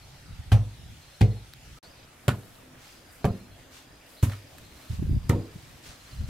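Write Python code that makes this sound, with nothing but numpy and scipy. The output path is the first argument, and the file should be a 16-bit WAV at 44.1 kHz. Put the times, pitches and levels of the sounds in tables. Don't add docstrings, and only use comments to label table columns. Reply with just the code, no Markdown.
import sys
import numpy as np
from scipy import signal
from scipy.fft import rfft, irfft, next_fast_len
from scipy.io import wavfile
from scipy.ndimage import uniform_filter1d

SR = 44100
rng = np.random.default_rng(int(sys.argv[2]) if len(sys.argv) > 2 else 0)


def pcm_store(signal):
    levels = np.round(np.clip(np.atleast_2d(signal), -1, 1) * 32767)
    wavfile.write(sys.argv[1], SR, levels.astype(np.int16).T)


def decibels_to_gain(level_db):
    exponent = np.asarray(level_db, float) / 20
    return 10 ** exponent


N = 277367


def evened(x):
    return x / np.sqrt(np.mean(x ** 2) + 1e-20)


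def read(points, hz):
    f, value = np.transpose(points)
    return np.interp(np.log(hz + 1), np.log(f + 1), value)


def add(mix, s, sound):
    part = mix[..., round(s * SR):][..., :sound.shape[-1]]
    part += sound[..., :part.shape[-1]]


def band(x, lo_hz, hi_hz, order=2):
    return signal.sosfilt(signal.butter(order, [lo_hz, hi_hz], "band", fs=SR, output="sos"), x)


def panned(x, db):
    return x * decibels_to_gain(np.array([[db / 2], [-db / 2]]))


def swells(rows, column, skew, power):
    t, energy = np.arange(N) / SR, np.zeros(N)
    for row in rows:
        u = np.clip((t - row[0]) / row[1], 0, 1)
        arch = abs(np.sin(np.pi * u ** skew)) ** power
        energy += (decibels_to_gain(row[column]) * arch) ** 2 * (u < 1)
    return np.sqrt(energy)


def noise(spectrum, same, patchy_db):
    frames, hz = N // 256 + 5, np.fft.rfftfreq(1024, 1 / SR)
    a, b, c, d, patches = rng.standard_normal((frames, 513, 5)).T
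    patches = uniform_filter1d(patches, size=10, axis=0)
    patches = evened(uniform_filter1d(patches, size=12, axis=1))
    like = np.clip(same(hz), 0, 1)[:, None]
    left = a + 1j * b
    right = like * left + np.sqrt(1 - like ** 2) * (c + 1j * d)
    gain = decibels_to_gain(read(spectrum, hz)[:, None] + patchy_db * patches)
    return signal.istft(np.array([left, right]) * gain, nperseg=1024, noverlap=768)[1][:, :N]


# start_s, end_s
CUT = (1.788, 1.8285)
SILENCE_START_S, SILENCE_END_S = CUT


def by_place(far, near):
    return np.where(np.arange(N) < SILENCE_END_S * SR, far, near)


# freq_hz, density_db
AIR_FAR = [(15, -23), (25, 2), (48, -7.5), (123, 2), (175, -15.5), (277, -11.5), (427, -17.5), (840, -14),
           (1040, -21), (1260, -17), (3620, -18), (12500, -29), (16000, -38)]
AIR_NEAR = [(15, -41), (25, 14), (59, -7.5), (108, 7), (190, -8.5), (263, -0.5), (416, -8), (575, -5),
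            (936, -9.5), (2690, -12.5), (12900, -24.5), (14800, -27), (16000, -32)]
# freq_hz, likeness (0 to 1)
AIR_LIKENESS = [(60, 1), (150, 0.94), (380, 0.65), (950, 0.37), (2380, 0.45), (5980, 0.019), (15000, 0.19)]


def air():
    places = []
    for spectrum, level_db in (AIR_FAR, -54.5), (AIR_NEAR, -55):
        wash = noise(spectrum, lambda hz: read(AIR_LIKENESS, hz), patchy_db=-2.0)
        places.append(decibels_to_gain(level_db) * wash / band(wash, 300, 16000).std())
    return by_place(*places)


# freq_hz, density_db
WIND = [(12, -37), (20, -19), (54, 19), (103, 3), (173, -4.5), (240, -9.5), (410, -39), (700, -54),
        (910, -85), (1540, -120)]
# start_s, length_s, level_db
GUSTS = [(-.05, 0.18, -49), (.245, 0.23, -36), (.445, 0.11, -38), (.77, 0.25, -36.5), (1., 0.35, -59),
         (1.4, 0.33, -50), (1.64, 0.16, -44.5), (3.4, 0.4, -51), (3.89, 0.064, -49), (4.5, 0.45, -50),
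         (4.9, 0.077, -27.5), (4.97, 0.13, -22.5), (5.08, 0.13, -18.5), (5.19, 0.25, -29.5),
         (5.4, 0.18, -47), (5.54, 0.085, -40), (5.6, 0.23, -45.5), (5.84, 0.12, -42), (6.1, 0.2, -38.5),
         (6.16, 0.15, -28.5), (6.26, 0.22, -23.5)]
# start_s, peak_db, pitch_hz, left_minus_right_db
EDDIES = [(0.388, -29.5, 79.4, -6), (0.468, -34, 70.5, -8), (4.899, -23, 96, -4), (4.992, -24, 152, -1),
          (5.014, -23, 102, -1), (5.026, -21, 249, 1), (4.933, -32, 79.4, -10), (5.035, -25.5, 105, 2),
          (5.073, -28.5, 148, -3), (5.107, -20, 116, -2), (5.124, -34, 151, 0), (5.096, -25.5, 240, 4),
          (5.068, -38, 350, 0), (5.132, -26, 248, 0), (5.162, -23.5, 190, 4), (5.141, -18.5, 111, 3),
          (5.159, -18, 87.6, -5), (5.247, -36, 73, -1), (5.557, -31.5, 150, 6.5), (6.196, -21, 73, -5),
          (6.233, -24, 95, 2)]


def wind():
    rumble = noise(WIND, lambda hz: 1 - (hz / 260) ** 2.0, patchy_db=-1.0)
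    rumble = band(rumble, 43.4, 950, order=3)
    lumps = np.tanh(evened(band(rng.standard_normal(N), 9.4, 53)))
    gusts = swells(GUSTS, -1, skew=0.7, power=0.93)
    out = evened(rumble * decibels_to_gain(4.3 * lumps)) * gusts * decibels_to_gain(-6.0)
    crest = 0.17
    for s, db, hz, pan_db in EDDIES:
        turns = np.arange(0, 2.4, hz / SR)
        eddy = -np.sin(2 * np.pi * turns) * np.sin(np.pi * turns / 2.4) ** 2
        eddy = eddy * (1 - crest + crest * abs(eddy) ** 3)
        add(out, s - .004, panned(decibels_to_gain(db) * eddy, pan_db))
        slope = np.gradient(eddy)
        add(out, s, decibels_to_gain(db - 9.5) * np.outer([1, -1], slope / slope.max()))
    return out


def chirps(trills, count, strokes, gain_db, climb_hz, sag):
    out, t = np.zeros(N), np.arange(0, count / strokes, 1 / SR)
    stroke, within = np.divmod(t * strokes, 1)
    before = count - 1 - stroke
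    for s, end, db, hz, rate in trills:
        pitch = (hz - climb_hz * before) * (1 + sag * (.5 - within))
        for start in np.arange(s, end - .03, 1 / rate):
            chance = rng.standard_normal(8)
            uneven_db = 1.2 * chance[stroke.astype(int)] + 1.1 * chance[-1]
            turns = np.cumsum(pitch * (1 + .004 * chance[-2])) / SR
            wing = np.sin(np.pi * within) ** 1.8 * np.sin(2 * np.pi * turns)
            add(out, start, decibels_to_gain(db - gain_db * before + uneven_db) * wing)
    return out


# strokes_per_chirp, strokes_per_s, gain_per_stroke_db, climb_per_stroke_hz, sag_share
HIGH_WING = (3, 66, 5, 70, .07)
LOW_WING = (1, 20, 0, 0, -.008)
# start_s, end_s, level_db, pitch_hz, chirps_per_s
HIGH_TRILLS = [(1.877, 2.07, -56, 4890, 23.), (2.847, 3.41, -57.5, 4890, 22.3),
               (3.841, 4.51, -57.5, 4890, 21.8), (5.072, 5.54, -57, 4870, 22.2),
               (6.08, 6.29, -56, 4800, 22.)]
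LOW_TRILLS = [(.01, .08, -56, 4200, 17.), (1.004, 1.4, -57.5, 4190, 17.2), (3.218, 3.56, -59.5, 4170, 18.),
              (4.632, 4.96, -58, 4150, 17.), (5.93, 6.26, -58, 4150, 17.)]


def crickets():
    return chirps(HIGH_TRILLS, *HIGH_WING) + chirps(LOW_TRILLS, *LOW_WING)


def glides(notes, blur):
    out, wobble = np.zeros(N), evened(band(rng.standard_normal(N), 40, 300))
    for s, end, start_hz, end_hz, db in notes:
        t = np.arange(s, end, 1 / SR)
        hz = np.linspace(start_hz, end_hz, len(t)) * (1 + blur * wobble[round(s * SR):][:len(t)])
        tone = np.sin(2 * np.pi * np.cumsum(hz) / SR)
        add(out, s, decibels_to_gain(db - 1.0) * tone * signal.windows.tukey(len(t), .4))
    return out


# start_s, end_s, start_hz, end_hz, level_db
WHISTLES = [
    (1.826, 1.885, 4250, 4650, -53),
    (4.16, 4.245, 3850, 4500, -54),
    (4.0, 4.1, 2550, 2900, -62),
    (.52, .615, 5950, 5880, -58),
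]
COOS = [
    (2.57, 2.83, 259, 251.5, -54.5),
    (3.55, 3.92, 269, 254.6, -63),
    (4.74, 4.9, 257, 260, -58),
]


def birds():
    return glides(WHISTLES, .05) + glides(COOS, .015)


# start_s, length_s, coarse_db, fine_db
RUSTLE = [(.75, 1, -62.5, -78), (1.6, 0.6, -59, -71), (2.1, 0.59, -83, -65.5), (2.3, 0.3, -68, -61.5),
          (2.41, 0.41, -60, -62), (2.77, 0.37, -52.5, -62.5), (3.02, 0.44, -63, -65), (3.1, 0.15, -75, -58),
          (3.3, 0.24, -76, -65), (3.55, 0.18, -61, -70), (3.7, 0.21, -50.5, -64), (3.98, .16, -72, -74),
          (4.04, 0.3, -57, -58.5), (4.24, 0.29, -52, -60), (4.4, 0.62, -56.5, -64),
          (4.7, 0.44, -54.5, -60.5), (4.88, 0.18, -50.5, -62), (4.94, 0.47, -60, -63.5),
          (5.18, 0.52, -59, -68), (5.38, 0.93, -56.5, -65.5), (5.82, 0.21, -48, -66), (5.9, 0.74, -54, -64),
          (6.26, 0.17, -51.5, -64)]


def rustle():
    grains = rng.standard_normal((N, 3)).T * decibels_to_gain(3.35 * np.minimum(rng.exponential(1, N), 6))
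    grains = 0.69 * grains[0] + grains[1:]
    coarse, fine = evened(band(grains, 880, 7400)), evened(band(grains, 5560, 13700))
    coarse_gain, fine_gain = [swells(RUSTLE, k, skew=0.55, power=2.1) for k in (2, 3)]
    return coarse * coarse_gain + fine * fine_gain


# low_hz, high_hz
CRUMB_BANDS = [(1300, 2500), (3500, 5300), (5500, 15500)]
# start_s, dull_peak_db, crunch_peak_db, fizz_peak_db
CRUMBS = [(1.536, -40, -34, -33), (2.029, -57, -52, -58), (2.356, -48, -50, -50), (2.434, -56, -48, -52),
          (2.554, -53, -47, -46), (3.107, -65, -52, -52), (4.297, -38, -44, -46), (4.366, -55, -52, -50),
          (4.584, -42, -42, -33), (4.917, -54, -42, -50), (5.074, -57, -52, -52), (6.113, -50, -46, -48)]


def crumbs():
    out, ticks = np.zeros((2, N)), np.zeros(600)
    ticks[[0, 9, 23, 40, 70, 110]] = .7, -1, .6, -.5, .3, -.2
    layers = [band(ticks, lo, hi) for lo, hi in CRUMB_BANDS]
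    for (s, *levels), pan_db in zip(CRUMBS, rng.uniform(-4, 4, len(CRUMBS))):
        crumb = sum(decibels_to_gain(db) * x / abs(x).max() for db, x in zip(levels, layers))
        add(out, s, panned(crumb, pan_db))
    return out


# freq_hz, t60_s
PEN_DECAY = [(125, 1), (400, 0.32), (900, 0.21), (2000, 0.15), (5000, 0.13), (12000, 0.14)]


def pen(x):
    taps = np.zeros((3, SR // 2))
    grid = np.arange(200, SR // 2 - 20, 20)
    at = grid + rng.integers(0, 20, (3, len(grid)))
    np.put_along_axis(taps, at, rng.choice([-1., 1.], at.shape), 1)
    hz, t, z = signal.stft(taps[0] + .5 * taps[1:], SR, nperseg=256)
    t60 = read(PEN_DECAY, hz)[:, None]
    z = z * decibels_to_gain(-60 * t / t60)
    z = z * np.sqrt(t60) / np.linalg.norm(z, axis=2, keepdims=True)
    tail = signal.istft(z, SR, nperseg=256)[1]
    return signal.fftconvolve(x, tail / np.linalg.norm(tail[0]), axes=1)[:, :N]


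# start_s, clod_db, knock_db, fizz_db, length_ms
GRIT = [(0.5168, -28, -52, -43, 14), (0.526, -45, -52, -52, 9.6), (1.2085, -51, -51, -46, 4.3),
        (1.2135, -36.5, -37.5, -46, 5.5), (2.2806, -50, -25.5, -27, 4.8), (2.291, -58, -22.5, -41, 1.9),
        (2.298, -50, -46, -61, 9), (3.244, -57, -29, -61, 2.7), (3.2514, -24.5, -75, -37, 4.1),
        (3.256, -46, -49, -51, 7.4), (4.226, -41.5, -40.5, -33, 17.6), (4.297, -38, -47, -51, 4.3),
        (4.316, -52, -45, -54, 11), (4.333, -63, -44, -68, 6.5), (5.2935, -34, -59, -28.5, 3.9),
        (5.297, -46, -22.5, -69, 3.5), (5.305, -32, -50, -55, 3.9)]


def grit():
    out, t = np.zeros((2, N)), np.arange(6000) / SR
    for s, clod_db, knock_db, fizz_db, ms in GRIT:
        crunch_db = (knock_db + fizz_db) / 2 + (14.5 if s < SILENCE_START_S else 1.5)
        length = ms * 1e-3
        fade = np.exp(-(t / length) ** 2) + 0.63 * np.exp(-t / (1.8 * length))
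        shape = (1 - np.exp(-t / (0.22 * length))) * fade
        grains = rng.standard_normal((6000, 3)).T * decibels_to_gain(0.97 * rng.exponential(1, 6000))
        shared, left, right = signal.lfilter([1], [1, -.55], grains)
        apart = np.array([left, right])
        # level_db, low_hz, high_hz, width, filter order
        layers = [(clod_db, 500, 950, .4, 1), (knock_db, 950, 1900, .6, 1),
                  (crunch_db, 2000, 4300, 1.6, 1), (fizz_db, 5000, 14500, 3.5, 2)]
        cracks = sum(decibels_to_gain(db - 3.5) * evened(band(shared + width * apart, lo, hi, order))
                     for db, lo, hi, width, order in layers)
        add(out, s - .0005, cracks * shape)
    return out


# start_s, signed_peak, length_ms
SLAPS = [(.5185, -.05, 4.5), (.5222, .04, .6), (1.211, -.12, 2.5), (1.2143, .04, 2.), (1.217, -.16, 1.8),
         (2.2813, -.2, 1.2), (2.2832, -.15, .8), (2.2853, .3, 3.5), (2.2885, -.17, 1.2), (2.2915, -.22, .6),
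         (3.2447, -.19, .9), (3.2483, .28, 2.), (3.252, -.3, 1.), (3.2525, .1, 3.), (3.2588, -.12, 1.3),
         (3.284, -.04, 4.), (3.309, -.07, 5.), (3.3195, -.04, 4.), (4.229, -.07, 2.), (4.2335, .05, 1.5),
         (5.295, -.09, 2.5), (5.297, -.15, 2.), (5.299, .03, 1.), (5.3005, -.06, 1.5), (5.3035, .1, 3.5),
         (5.334, -.07, 3.), (5.3385, .05, 1.5), (5.3525, -.05, 2.5), (5.384, -.07, 2.2), (5.403, -.07, 2.6)]


def slaps():
    out = np.zeros(N)
    for s, peak, ms in SLAPS:
        u = np.arange(-.008, .008, 1 / SR) / (ms * 1e-3 / 2.4)
        add(out, s - .008, peak * (1 - .4 * u ** 2) * np.exp(-u ** 2 / 2))
    return out


# start_s, pitch_hz, level_db, t60_s
KNOCKS = [(.519, 752, -17.5, 0.03), (0.518, 1570, -25, 0.038), (.526, 1115, -30, 0.026),
          (.5435, 750, -23, 0.03), (1.211, 790, -20.5, 0.042), (1.211, 1630, -29.5, 0.036),
          (1.2147, 2430, -29, 0.027), (1.2275, 2180, -32, 0.029), (1.216, 273, -25, 0.12),
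          (2.2806, 560, -25, 0.033), (2.29, 1400, -23, 0.026), (2.2885, 560, -39, 0.018),
          (2.296, 1115, -28, 0.036), (2.306, 1780, -36, 0.044), (3.246, 688, -19, 0.032),
          (3.246, 1150, -31, 0.099), (3.258, 1670, -42, 0.032), (4.23, 286, -26.5, 0.11),
          (4.314, 804, -40, 0.036), (4.334, 1320, -44, .05), (5.295, 903, -29, 0.056),
          (5.297, 376, -19, 0.07),
          (.5195, 3100, -28.5, 0.018), (.529, 1990, -32, .03), (.538, 518, -27.5, 0.06),
                (.551, 1614, -41, .03), (.572, 430, -39, .08), (.583, 695, -38, .07),
                (1.2145, 1950, -30, .025), (1.2165, 2800, -33, .025), (1.231, 405, -33, .07),
                (1.246, 540, -35, 0.062), (1.246, 690, -40, .06), (1.266, 420, -40, 0.068),
                (1.285, 405, -34, .08), (1.325, 438, -45, .08), (2.2845, 2580, -33, .02),
                (2.307, 1350, -36, .03), (2.313, 1400, -35, .03), (2.33, 495, -39, .07),
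                (2.343, 1000, -40, .03), (3.2445, 1990, -35, .02), (3.259, 1660, -34, .03),
                (3.285, 710, -33, .06), (3.33, 360, -37, 0.069), (4.229, 750, -43, .05),
                (4.232, 910, -35, 0.064), (4.243, 1420, -39, 0.034), (4.243, 515, -42, 0.037),
                (5.308, 1200, -34, .05), (5.319, 710, -42, .06), (5.331, 923, -31.5, .07),
                (5.336, 560, -30, .06), (5.357, 1060, -42, .04), (5.362, 477, -34, 0.077),
                (5.375, 270, -36, .1), (5.4, 259, -34, .1), (5.39, 540, -38, .07), (1.2165, 420, -27, .06),
                (3.278, 1205, -41, .05), (3.3, 1350, -44, .04), (3.318, 190, -33, .08)]


def knocks():
    out, t = np.zeros(N), np.arange(SR // 5) / SR
    for s, hz, db, t60 in KNOCKS:
        swell = 1 - np.exp(-(t * hz / 0.97) ** 2)
        add(out, s, decibels_to_gain(db - 60 * t / t60) * swell * -np.sin(2 * np.pi * hz * t))
    return out


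# start_s, tones_db, thud_db, thud_centre_hz
RINGING = [
    (0.524, -31, -40.5, 584),
    (1.212, -21, -34, 385),
    (2.289, -22.5, -43, 420),
    (3.25, -30, -37, 325),
    (4.232, -28.5, -41, 297),
    (5.297, -32.5, -26, 260),
]
CRUMBLE_DB = [-44, -44, -43, -49, -46, -44]


def thuds():
    out, t = np.zeros((2, N)), np.arange(SR // 2) / SR
    spread, thud_t60_s, crumble_t60_s = 1.7, .4, .28
    for (s, _, db, hz), crumble_db in zip(RINGING, CRUMBLE_DB):
        shared, left, right = rng.standard_normal((len(t), 3)).T
        apart = np.array([left, right])
        roar = evened(band(shared + .45 * apart, hz / spread, hz * spread))
        add(out, s, decibels_to_gain(db - 60 * t / thud_t60_s) * (1 - np.exp(-t / 0.015)) * roar)
        crumble = evened(band(shared + apart, 540, 2700))
        add(out, s, decibels_to_gain(crumble_db - 60 * t / crumble_t60_s) * (1 - np.exp(-t / .012)) * crumble)
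    return out


# pitch_hz, level_db, t60_s
TONES = [
    [(270, -9.5, 0.51), (495, -14, 0.43), (634, -6, 0.14), (726, -7, 0.24), (810, -0.5, 0.17),
     (894, -14, 0.12), (1150, -12, 0.11), (1604, -12, 0.077), (1770, -33, 0.37), (2180, -30, 3.9),
     (2430, -4, 0.076)],
    [(344, -2, 0.1), (420, -7, 0.28), (473, -12.5, 0.33), (535, -15, 0.3), (647, -29, 0.3), (746, -9, 0.1),
     (1540, -44, 0.32), (2140, -27, 0.16), (2150, -37, 0.32), (2410, -23, 0.15)],
    [(240, -2, 0.13), (313, -24, 0.5), (385, -45, 0.63), (470, -24.5, 0.59), (870, -28, 0.24),
     (1000, -19, 0.19), (1130, -28, 0.14), (1245, -18, 0.19), (1240, -3.5, 0.048), (1470, -7.5, 0.11),
     (1670, -26, 0.22)],
    [(188.9, 1, 0.45), (203.2, 1, .35), (241, -3, 0.45), (339, -13.5, 0.59), (365, -14, 1.1),
     (420, -6, 0.21), (479, -1, 0.2), (531, -7, 0.35), (576, 4, 0.079), (706, -10.5, 0.32),
     (740, -18, 0.22), (1040, -11, 0.19), (1215, -16, 0.17)],
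    [(244, -2.5, 5.0), (515, 0.5, 0.048), (680, -16, 0.042), (1085, -16, 0.12), (1240, -23, 0.2),
     (1340, -23, 0.077), (1470, -28, 0.077)],
    [(252, 6.5, 0.36), (323.5, 6.5, 0.45), (420, -3.5, 0.49), (473, 1, 0.38), (533, -9, 0.52),
     (788, -12, 0.22), (933, -7, 0.25), (1080, -24, 0.39), (1035, -21, 0.5)],
]


def tones():
    out, t = np.zeros(N), np.arange(SR) / SR
    longest_t60_s, usual_t60_s = .65, .3
    for (s, blow_db, *_), waves in zip(RINGING, TONES):
        for (hz, db, t60), turn in zip(waves, rng.random(16)):
            swell = 1 - np.exp(-t * hz / .9)
            fade_db = -60 * t / (t60 if t60 < longest_t60_s else usual_t60_s)
            add(out, s, decibels_to_gain(blow_db + db + fade_db) * swell * np.sin(2 * np.pi * (hz * t + turn)))
    return out


# pitch_hz, t60_s
WAVES_FAR = [(55, .5), (79, .21), (104, .34), (120, .35), (155, .2), (201.5, .34)]
WAVES_NEAR = [(57, .4), (84, .2), (100.5, .35), (119.5, .27), (162, .24), (203, .28)]
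# start_s, signed_amplitude x 4
BOOMS = [
    (.5206, .144, .438, -.22, .061),
    (1.2124, .119, .367, -.213, .114),
    (2.2864, -.064, -.058, -.093, .043),
    (3.252, .05, .055, .065, -.06),
    (4.2306, .147, .171, .114, -.03),
    (5.296, .165, .145, .114, -.06),
]


def booms():
    out, t = np.zeros(N), np.arange(SR) / SR
    push = 1 - np.exp(-(t / .001) ** 2)
    for s, *drive in BOOMS:
        drives = [-0.17 * drive[1]] + drive + [0.63 * drive[3]]
        waves = WAVES_FAR if s < SILENCE_START_S else WAVES_NEAR
        ringing = sum(a * decibels_to_gain(-60 * t / t60) * np.sin(2 * np.pi * hz * t)
                      for a, (hz, t60) in zip(drives, waves))
        add(out, s, push * ringing)
    return out


# freq_hz, phase_rad
LATE_FAR = [(25, .1), (100, .28), (200, .38), (450, .35), (900, .65), (1800, .5), (3500, .1), (9000, .6)]
LATE_NEAR = [(25, .03), (100, .13), (200, .21), (450, .34), (900, .45), (1800, .36), (3500, .45),
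             (9000, 1.1)]
# freq_hz, left_minus_right_db
LEAN_FAR = [(300, -.3), (900, 1.4), (1800, 0), (5000, 2.5)]
LEAN_NEAR = [(200, -.3), (900, -1.5), (2500, -2.2), (9000, -1)]


def ports(x):
    size = next_fast_len(N)
    hz = np.fft.rfftfreq(size, 1 / SR)
    half = np.array([[.5], [-.5]])
    spectrum = rfft(x, size)
    places = []
    for late, lean in (LATE_FAR, LEAN_FAR), (LATE_NEAR, LEAN_NEAR):
        turned = spectrum * decibels_to_gain(half * read(lean, hz)) * np.exp(-1j * half * read(late, hz))
        places.append(irfft(turned, size)[:, :N])
    return by_place(*places)


def scene():
    background = air() + wind()
    outside = panned(crickets(), 0.77) + panned(birds(), .5)
    slap, crushed = slaps(), grit()
    echoes = pen(decibels_to_gain(-6.5) * crushed + decibels_to_gain(-13.5) * band(slap, 283, 8000))
    blows = booms() + tones() + knocks() + thuds() + slap + crushed + echoes
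    return background + outside + rustle() + crumbs() + ports(blows)


def band_limit(x):
    return signal.sosfilt(signal.butter(12, 16520, fs=SR, output="sos"), x)


def record(dry):
    t = np.arange(N) / SR
    fade = np.exp(-(t - SILENCE_START_S) / .004) * .2
    first = np.clip(fade + (t < SILENCE_START_S), 0, 1)
    kept = np.where(t < SILENCE_END_S, first, 1)
    lowpass = signal.firwin(511, 15850, fs=SR)
    limited = signal.oaconvolve(dry * kept, lowpass[None], "same")
    return band_limit(limited)


dry = scene()
out = record(dry)
pcm_store(out)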